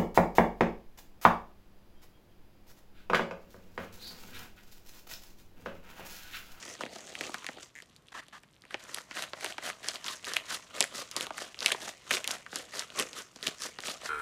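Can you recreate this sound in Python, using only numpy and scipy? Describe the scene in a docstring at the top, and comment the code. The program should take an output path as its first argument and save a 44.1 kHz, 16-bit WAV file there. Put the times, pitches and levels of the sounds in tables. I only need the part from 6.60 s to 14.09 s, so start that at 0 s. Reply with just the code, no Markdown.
"""Scissors cut open a padded paper mailer over a quilt, after gloved hands have turned it over.
Each closing of the blades shears paper and bubble film in a dense crunch. Creases buckle with sharp
snaps whose low part travels slowly through the sheet and arrives late. Before the cutting, the pivot
creaks once and the blades scrape the rim. The film ticks faintly, all in a quiet, soft room."""
import sys
import numpy as np
from scipy import signal
from scipy.fft import rfft, irfft, next_fast_len
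from scipy.io import wavfile

SR = 44100
rng = np.random.default_rng(int(sys.argv[2]) if len(sys.argv) > 2 else 0)


def transcribe(signal):
    """Save signal, clipped to [-1, 1], as a 16-bit WAV file at the path in sys.argv[1]."""
    frames = np.atleast_2d(signal).T
    limited = np.clip(frames, -1, 1)
    pcm = np.round(limited * 32767).astype(np.int16)
    wavfile.write(sys.argv[1], SR, pcm)


N = 330309
GRAIN = 1024   # samples in one snap
BEND_LAG_S = 0.002166   # scales how far low notes trail high ones in the sheet

# Closings of the blades. Crunch is the middle range, thud the low range, sizzle the high range.
# bite t/s, hold/s, crunch level/dB, thud over crunch/dB, sizzle over crunch/dB, air pocket f/Hz
STROKES = [(1.586, 0.043, -65, -29, -3, 454), (2.117, 0.018, -56.5, -6, -2, 620),
           (2.196, 0.056, -62, -8, 2.5, 634), (2.294, 0.11, -53.5, -9, 2.5, 543),
           (2.566, 0.072, -42.5, -6.5, 2, 660), (2.806, 0.096, -47.5, -4, 3.5, 720),
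           (3.045, 0.041, -41, -6, 2.5, 680), (3.249, 0.11, -47, -6, 2.5, 640),
           (3.459, 0.074, -45, -9, 4, 716), (3.67, 0.1, -44.5, -6, 1.5, 460),
           (3.906, 0.039, -38, -8.5, 3, 710), (4.165, 0.079, -43, -5, 2, 460),
           (4.357, 0.061, -43.5, -5.5, 4, 570), (4.575, 0.054, -41.5, -7, 2.5, 440),
           (4.775, 0.074, -49.5, -3.5, 4.5, 760), (5.035, 0.067, -40.5, -5, 4, 490),
           (5.22, 0.079, -47, -2.5, 4.5, 770), (5.537, 0.0, -29.5, -7, 4.5, 337),
           (5.692, 0.06, -46, -5.5, 3.5, 784), (5.934, 0.079, -50.5, -2, 5, 480),
           (6.145, 0.071, -46.5, -6.5, 5, 520), (6.395, 0.0006, -32, -5, 3.5, 430),
           (6.572, 0.027, -44.5, -8, 4, 504), (6.837, 0.053, -46, -4, 3, 348),
           (7.022, 0.038, -43, -6.5, 5, 487), (7.257, 0.059, -43.5, -3.5, 5, 445),
           (7.452, 0.1, -43, -6, 3, 724)]


def from_db(db):
    """Turn decibels into a gain to multiply by."""
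    return 10 ** (np.asarray(db) / 20)


def rms_one(x):
    """Scale x to an average strength (rms) of 1."""
    return x / np.sqrt(np.mean(x ** 2) + 1e-20)


def coloured(x, points):
    """Shape the tone of x with a curve of (f/Hz, level/dB) points; the result has rms 1."""
    size = next_fast_len(N)
    hz = np.maximum(np.arange(size // 2 + 1) * SR / size, 1)
    point_hz, point_db = np.transpose(points)
    gain = from_db(np.interp(np.log(hz), np.log(point_hz), point_db))
    return rms_one(irfft(rfft(x, size) * gain, size)[:N])


def drift(rate_hz):
    """A smooth random wander with rms 1."""
    r = np.exp(-2 * np.pi * rate_hz / SR)
    return rms_one(signal.lfilter([1], [1, -2 * r, r * r], rng.standard_normal(N + SR))[SR:])


def passed(x, kind, hz):
    """Keep the "low" part, the "high" part or one "band" of x."""
    return signal.sosfilt(signal.butter(2, hz, kind, fs=SR, output="sos"), x)


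def ringing(x, pitch_hz, width):
    """Let x ring at a moving pitch; width is a share of that pitch."""
    ring, state, block = np.zeros(N), np.zeros(2), 256
    for i, hz in zip(range(0, N, block), pitch_hz[::block]):
        r = np.exp(-np.pi * width * hz / SR)
        feed = [(1 - r * r) / 2, 0, (r * r - 1) / 2]
        feedback = [1, -2 * r * np.cos(2 * np.pi * hz / SR), r * r]
        ring[i:i + block], state = signal.lfilter(feed, feedback, x[i:i + block], zi=state)
    return ring


def hush():
    """A faint, steady, low noise lies under everything."""
    # Tone of the hush: f/Hz, level/dB
    tone = [(18, -47), (30, -7), (153, -1.5), (889, -16.5), (1100, -12.5), (1390, -16), (6380, -28),
            (14400, -35), (16000, -61)]
    return from_db(-66) * coloured(rng.standard_normal(N), tone)


def room(x, fade_s=0.27):
    """The echo of a softly furnished room: a tail of noise that falls 60 dB in fade_s."""
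    t = np.arange(SR // 2) / SR
    tail = passed(rng.standard_normal(len(t)), "low", 18000) * from_db(-60 * t / fade_s) * (t > .003)
    return signal.oaconvolve(x, tail / np.sqrt(np.sum(tail ** 2)))[:N]


def buckle(noise, decay_s):
    """A crease gives way in a short dying rattle."""
    return noise * np.exp(-np.arange(GRAIN) / SR / decay_s)


def film_ticks(typical_per_s=70):
    """The held film keeps settling in clumps of faint, bright ticks of uneven size."""
    born = rng.random(N) < typical_per_s * from_db(5 * drift(8)) / SR
    sizes = from_db(-54 + 2.9 * rng.standard_normal(N))
    pitch_index = rng.integers(0, 8, N)
    out = 0
    for k, hz in enumerate(np.geomspace(2800, 9000, 8)):
        tick = passed(buckle(rng.standard_normal(GRAIN), decay_s=0.00031), "band", [hz / 1.56, hz * 1.3])
        out += signal.oaconvolve(sizes * born * (pitch_index == k), tick / np.abs(tick).max())[:N]
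    return out


def pivot_creak():
    """The blades stick and slip on their screw; each slip rings a little differently, over a rough rub."""
    # Slips of the pivot: t/s, level/dB
    slips = [(1.1539, -40.5), (1.1611, -41.5), (1.1675, -45), (1.1743, -45), (1.1806, -45), (1.188, -41),
             (1.2024, -42)]
    # Notes the scissors ring at: f/Hz, level added to the slip/dB, time to fall 60 dB/s
    notes = [(1850, -16, 0.012), (2130, -7, 0.011), (3120, 17, 0.0035), (4900, 4, 0.0024),
             (6800, 15, 0.0027)]
    at = [round(s * SR) for s, _ in slips]
    uneven_db = rng.normal(0, 2.4, (len(slips), len(notes)))
    ring = 0
    for (hz, db, fade_s), spread_db in zip(notes, uneven_db.T):
        clicks = np.zeros(N)
        clicks[at] = from_db(np.array(slips)[:, 1] + db + spread_db)
        r, w = from_db(-60 / (fade_s * SR)), 2 * np.pi * hz / SR
        ring += signal.lfilter([0, np.sin(w)], [1, -2 * r * np.cos(w), r * r], clicks + 1e-18)
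    rubbing = np.zeros(N)
    rubbing[at[0]:at[-1] + GRAIN // 2] = from_db(-59)
    rub = passed(rubbing * rng.standard_normal(N), "band", [800, 7000])
    bright_edge = from_db(-16) * ring
    return passed(ring, "band", [1650, 2250]) + bright_edge + rub


def rim_scrapes(edge_s=0.002):
    """Steel rubs the stiff rim: an uneven hollow rasp that starts and stops at once."""
    # The open blades slide onto the rim: t/s, length/s, level/dB
    slides = [(1.519, 0.012, -46.5), (1.541, 0.067, -43), (1.725, 0.06, -50.5)]
    # Tone of the rim: f/Hz, level/dB
    tone = [(120, -41), (200, -11), (448, -15.5), (1140, -2.5), (1480, -8), (1770, 0.5), (2250, -15),
            (2860, -11), (4520, -18), (7540, -22), (16000, -43)]
    t = np.arange(N) / SR
    rubbing = sum(from_db(db) * np.clip(np.minimum(t - s, s + length - t) / edge_s, 0, 1)
                  for s, length, db in slides)
    return rubbing * from_db(2.0 * drift(95)) * coloured(rng.standard_normal(N), tone)


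def through_sheet(burst, lag_s):
    """Low notes travel more slowly through a bending sheet, so a burst leaves as a falling chirp."""
    hz = np.arange(GRAIN // 2 + 1) * SR / GRAIN
    delay = np.exp(-4j * np.pi * lag_s * (np.sqrt(1000 * hz) - hz / 9.4))
    return irfft(rfft(burst) * delay, GRAIN)


def pocket_hz():
    """The trapped air pocket changes pitch with the grip, stroke by stroke."""
    bite_s, *_, pitch_hz = np.transpose(STROKES)
    return np.interp(np.arange(N) / SR, bite_s, pitch_hz)


def mailer_body(x):
    """The rustle rings in the air pocket and in panels of the sheet, whose pitch wanders as they bend."""
    # Ringing panels: f/Hz, wander/octaves, width/share of pitch, level/dB
    panels = [(1547, 0.26, 0.12, 5), (4000, 0.29, 0.33, 1.5)]
    panel_ring = sum(from_db(db) * ringing(x, hz * 2 ** np.clip(octaves * drift(4.8), -1, 1), width)
                     for hz, octaves, width, db in panels)
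    return x + panel_ring + 2 * from_db(-4) * ringing(x, pocket_hz(), width=0.43)


def crease_snaps(crack_cycles=0.44, film_s=0.0005):
    """Each crease gives a short crack with a faint rattle, a late air pocket thud and a tick of film."""
    # Buckling creases: t/s, crack level/dB, f/Hz, thud over crack/dB, tick over crack/dB
    creases = [(0.21, -23.5, 1260, -8, -11), (0.2362, -23.5, 2600, -4, -20), (0.2639, -29, 2080, -7, -22),
               (0.3627, -42, 905, 6, -15), (0.5536, -22, 2760, -38, -16), (0.5904, -36, 3400, -32, -12),
               (0.6103, -21, 1940, -9.5, -6), (0.6392, -26.5, 2540, -14, -23), (0.6728, -37, 2450, -24, -8),
               (0.6958, -35, 840, -1.5, -1), (0.7444, -21, 1940, -14, -7), (0.8452, -28.5, 1960, -15, -11),
               (0.8661, -24, 2440, -43, -4.5), (0.8894, -25, 1720, -8, -30), (0.985, -38.5, 1520, -6, -34),
               (1.2228, -36, 4420, -15, 0.5), (1.3639, -40.5, 5000, -30, -3), (1.485, -40, 3930, -27, -18),
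               (1.6839, -39, 4300, -13.5, -11), (1.8348, -45, 2200, -8, -2), (2.021, -41, 3900, -36, -10),
               (2.0388, -43.5, 1880, -8, -18), (2.0529, -40.5, 2230, -9, -6),
               (2.1087, -33.5, 1650, -29, -9), (2.144, -18, 2430, -9, -42), (2.205, -39, 2230, -34, -21),
               (2.239, -40.5, 6730, -34, 1), (2.3457, -18.5, 4180, -28, 0.5), (2.3735, -30, 2450, -5, -11),
               (2.3849, -26, 1660, -18, -9), (2.5115, -29.5, 2200, -8, -33), (2.6238, -20.5, 3540, -16, -5),
               (2.7343, -23, 1520, -8, -20), (2.8103, -31, 1990, -21, -8), (2.8456, -18, 2270, -9.5, -3),
               (2.8618, -20.5, 3320, -9, -19), (2.9243, -27, 3280, -18, -19),
               (2.9823, -26, 1737, -4.5, -26), (3.1015, -22.5, 1820, -28, -6), (3.286, -12, 4040, -26, -48),
               (3.3579, -23.5, 3800, -22, -14), (3.444, -23.5, 4750, -35, -13),
               (3.4645, -25, 2900, -20, -26), (3.483, -22, 3860, -31, -32), (3.645, -24.5, 3230, -39, -41),
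               (3.6512, -26.5, 5300, -28, -24), (3.736, -18.5, 4560, -51, -8),
               (3.7623, -30, 2380, -20, -28), (3.765, -26, 2970, -27, 2), (3.7676, -8, 3140, -26, -13.5),
               (4.183, -31, 2130, -13, -10), (4.2068, -10.5, 4000, -13, 3.5), (4.2111, -12, 2810, -27, -8),
               (4.2263, -13, 4300, -17.5, -8), (4.2415, -19.5, 2170, -21, 0.5),
               (4.5135, -24.5, 5100, -38, -13), (4.565, -10, 5600, -22, -33),
               (4.6097, -17.5, 3170, -27, -4), (4.6683, -24, 3260, -7, -10),
               (4.7078, -28.5, 1050, -1.5, -29), (4.7814, -25.5, 1570, -39, 1),
               (4.8207, -33.5, 760, -5, -13), (4.9453, -31, 2700, -20, -31), (4.9908, -23, 4900, -27, -23),
               (5.0058, -18, 4730, -32, -29), (5.0281, -19.5, 3850, -21, -36),
               (5.061, -5, 3120, -27.5, -8.5), (5.0819, -18, 3190, -23, -17), (5.089, -24, 2210, -32, -1),
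               (5.1186, -14.5, 2413, -14, -6), (5.1213, -12.5, 3550, -20, -2), (5.148, -28.5, 1200, 1, -42),
               (5.2187, -29.5, 4210, -26, -6), (5.2787, -38.5, 880, 6, -10),
               (5.5091, -13.5, 2300, -19.5, -8), (5.513, -10.5, 2400, -22, -7.5),
               (5.5287, -29, 2620, -6, -24), (5.5386, -16, 2960, -30, -11), (5.57, -19.5, 2670, -12, -22),
               (5.6434, -23, 2720, -20, -4), (5.6767, -14.5, 4000, -24, 0), (5.7091, -19.5, 3550, -16, -8),
               (5.7133, -16.5, 6500, -33, -4), (5.8645, -30, 1580, -35, -28), (5.9304, -29, 1910, -6, -34),
               (5.9585, -19, 4900, -17, 3), (5.9626, -27, 1850, -20, -8), (6.1393, -31.5, 2260, -17, -15),
               (6.1946, -18.5, 4900, -37, -2), (6.223, -27.5, 2040, -14, -22),
               (6.3029, -30.5, 3530, -17, -29), (6.387, -22.5, 3650, -16, -19),
               (6.3904, -14.5, 4810, -17, -6), (6.3983, -15.5, 2730, -16, 4),
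               (6.4251, -21.5, 3020, -16, -11), (6.5314, -29, 3380, -25, -16),
               (6.761, -30.5, 5100, -13.5, -15), (6.8286, -21.5, 4700, -20, -28),
               (6.8674, -19, 2750, -19, -8), (6.871, -13, 3700, -22, -5), (6.8803, -20.5, 2960, -12.5, -9),
               (7.021, -19, 5350, -46, -7), (7.0586, -33, 2500, -5, -2), (7.1877, -24.5, 1850, -7.5, -27),
               (7.2048, -30.5, 3770, -29, 1), (7.2371, -28.5, 2240, -12, -17), (7.257, -28, 2750, -18, -14),
               (7.283, -20, 2870, -12.5, -21)]
    out, pocket_pitch = np.zeros(N + GRAIN), pocket_hz()
    noises = rng.standard_normal((len(creases), 2, GRAIN))
    lags_s = BEND_LAG_S * rng.uniform(0.2, 0.72, len(creases))
    for (s, db, hz, thud_db, tick_db), (noise, rattle_noise), lag_s in zip(creases, noises, lags_s):
        rattle = from_db(-9) * rms_one(buckle(rattle_noise, decay_s=0.0083))
        wave = through_sheet(rms_one(buckle(noise, crack_cycles / hz)) + rattle, lag_s)
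        wide = passed(wave, "band", [hz / 2.9, min(hz * 1.8, 9000)])
        crack = passed(wide, "band", [hz / 1.54, hz * 1.3]) + from_db(-5) * wide
        thud_hz = pocket_pitch[round(s * SR)]
        push = through_sheet(buckle(noise, decay_s=0.0042), lag_s)
        thud = passed(push, "band", [thud_hz / 1.98, thud_hz * 1.85])
        tick = passed(buckle(rattle_noise, film_s), "band", [5800, 11500])
        start = round(s * SR) - np.abs(crack).argmax()   # the crack peaks at time s
        tick_start = round((s - film_s) * SR)
        for part, over_db, at in (crack, 0, start), (thud, thud_db, start), (tick, tick_db, tick_start):
            out[at:at + GRAIN] += from_db(db + over_db) * part / np.abs(part).max()
    return passed(out[:N], "low", 11800)


def tearing_fibres(typical_per_s=2500):
    """Fibres and film tear in clumps of tiny buckles at many pitches."""
    sizes = from_db(5.5 * np.minimum(rng.exponential(1, N), 3.8)) * rng.choice([-1, 1], N)
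    born = rng.random(N) < typical_per_s * from_db(5 * drift(40)) / SR
    pitch_index = rng.integers(0, 24, N)
    out = 0
    for k, hz in enumerate(np.geomspace(300, 11000, 24)):
        burst = buckle(rng.standard_normal(GRAIN), decay_s=0.0015 * np.sqrt(1000 / hz))
        grain = passed(through_sheet(burst, 0.451 * BEND_LAG_S), "band", [hz / 2.3, min(hz * 2.7, 18000)])
        out += signal.oaconvolve(sizes * born * (pitch_index == k), grain)[:N]
    return rms_one(out)


def hand_effort(flex_rise_db_per_s=300, flex_fall_db_per_s=249):
    """How hard the blades rasp and the sheet flexes: a pair of gains each for crunch, thud and sizzle."""
    # The mailer is turned, then held: t/s, crunch level/dB, thud over crunch/dB, sizzle over crunch/dB
    turning = [(0.0, -46, -7, 0.5), (0.122, -43, -3.5, 1), (0.188, -51.5, -2.5, -1), (0.216, -48.5, 6, 5),
               (0.29, -57, 7, 0.5), (0.325, -46.5, 1.5, 2), (0.416, -51.5, -1.5, 1),
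               (0.668, -43.5, -0.5, 1), (0.818, -48.5, -11.5, -1.5), (0.894, -51, -4, 3),
               (0.94, -50.5, -3, -2), (0.97, -56.5, 6.5, 0), (1.032, -48, -8, 2.5), (1.108, -76, 2, 5.5),
               (2.0, -81, 0, -4), (2.3, -64.5, -4.5, 2.5)]
    t = np.arange(N) / SR
    coarse_t = t[::32]
    turn_s, *columns = np.transpose(turning)
    turn_db, turn_thud_db, turn_sizzle_db = [np.interp(t, turn_s, column) for column in columns]
    bite_s, hold_s, stroke_db, thud_db, sizzle_db, _ = np.transpose(STROKES)[:, :, None]
    early_s, late_s = np.maximum(bite_s - coarse_t, 0), np.maximum(coarse_t - bite_s - hold_s, 0)

    def swells(db, rise_db_per_s, fall_db_per_s):
        """Each stroke grows up to its bite, holds, then fades."""
        gains = from_db(db - rise_db_per_s * early_s - fall_db_per_s * late_s)
        return np.interp(t, coarse_t, gains.sum(axis=0))

    def flex(over_db, turn_over_db):
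        """The sheet flexes around each stroke and while it is turned."""
        around_strokes = swells(stroke_db + over_db, flex_rise_db_per_s, flex_fall_db_per_s)
        return around_strokes + from_db(turn_db + turn_over_db)

    return [(swells(stroke_db, 608, 530), flex(0.5, 0)),
            (swells(stroke_db + thud_db, 472, 349), flex(thud_db, turn_thud_db)),
            (swells(stroke_db + sizzle_db, 637, 546), flex(sizzle_db - 4.5, turn_sizzle_db))]


def cutting_crunch(thud_top_hz=1044, sizzle_from_hz=2120):
    """The blades shear the sheet and it flexes: both are tiny tears over a fine rub, in the mailer."""
    tears = tearing_fibres()
    sheet_rub = from_db(-3.0 + 1.17 * drift(86)) * rng.standard_normal(N)
    blade_rub = from_db(3.5 * drift(39)) * rng.standard_normal(N)
    # Tones of the shearing blades and of the flexing sheet: f/Hz, level/dB
    rasp_tone = [(35, -42), (60, -17), (300, -11), (924, -7.5), (1170, -10), (1910, -3), (2770, 2),
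                 (4530, -5), (11300, -12), (16000, -27)]
    sheet_tone = [(35, -61), (60, 4), (180, 11), (448, 2.5), (903, 13), (1660, -7), (2770, 10.5),
                  (3040, 13), (4800, 26.5), (6580, 26), (10300, 12), (14900, 2), (16000, 9)]
    rasp = mailer_body(coloured(blade_rub + from_db(-2) * tears, rasp_tone))
    flex = mailer_body(coloured(sheet_rub + tears, sheet_tone))
    bands = ("band", [thud_top_hz, sizzle_from_hz]), ("low", thud_top_hz), ("high", sizzle_from_hz)
    return sum(rasp_gain * rms_one(passed(rasp, *band)) + flex_gain * rms_one(passed(flex, *band))
               for band, (rasp_gain, flex_gain) in zip(bands, hand_effort()))


def scene():
    """The scissors and mailer, their faint echo and the hush, in one channel."""
    near = cutting_crunch() + crease_snaps() + rim_scrapes() + film_ticks() + pivot_creak()
    return (near + from_db(-17) * room(near) + hush())[None]


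def record(dry):
    """The microphone drops the deepest bass; the very top is cut."""
    dry = passed(dry, "high", 13)
    return signal.sosfilt(signal.cheby2(12, 60, 16377, fs=SR, output="sos"), dry)


dry = scene()
out = record(dry)
transcribe(out)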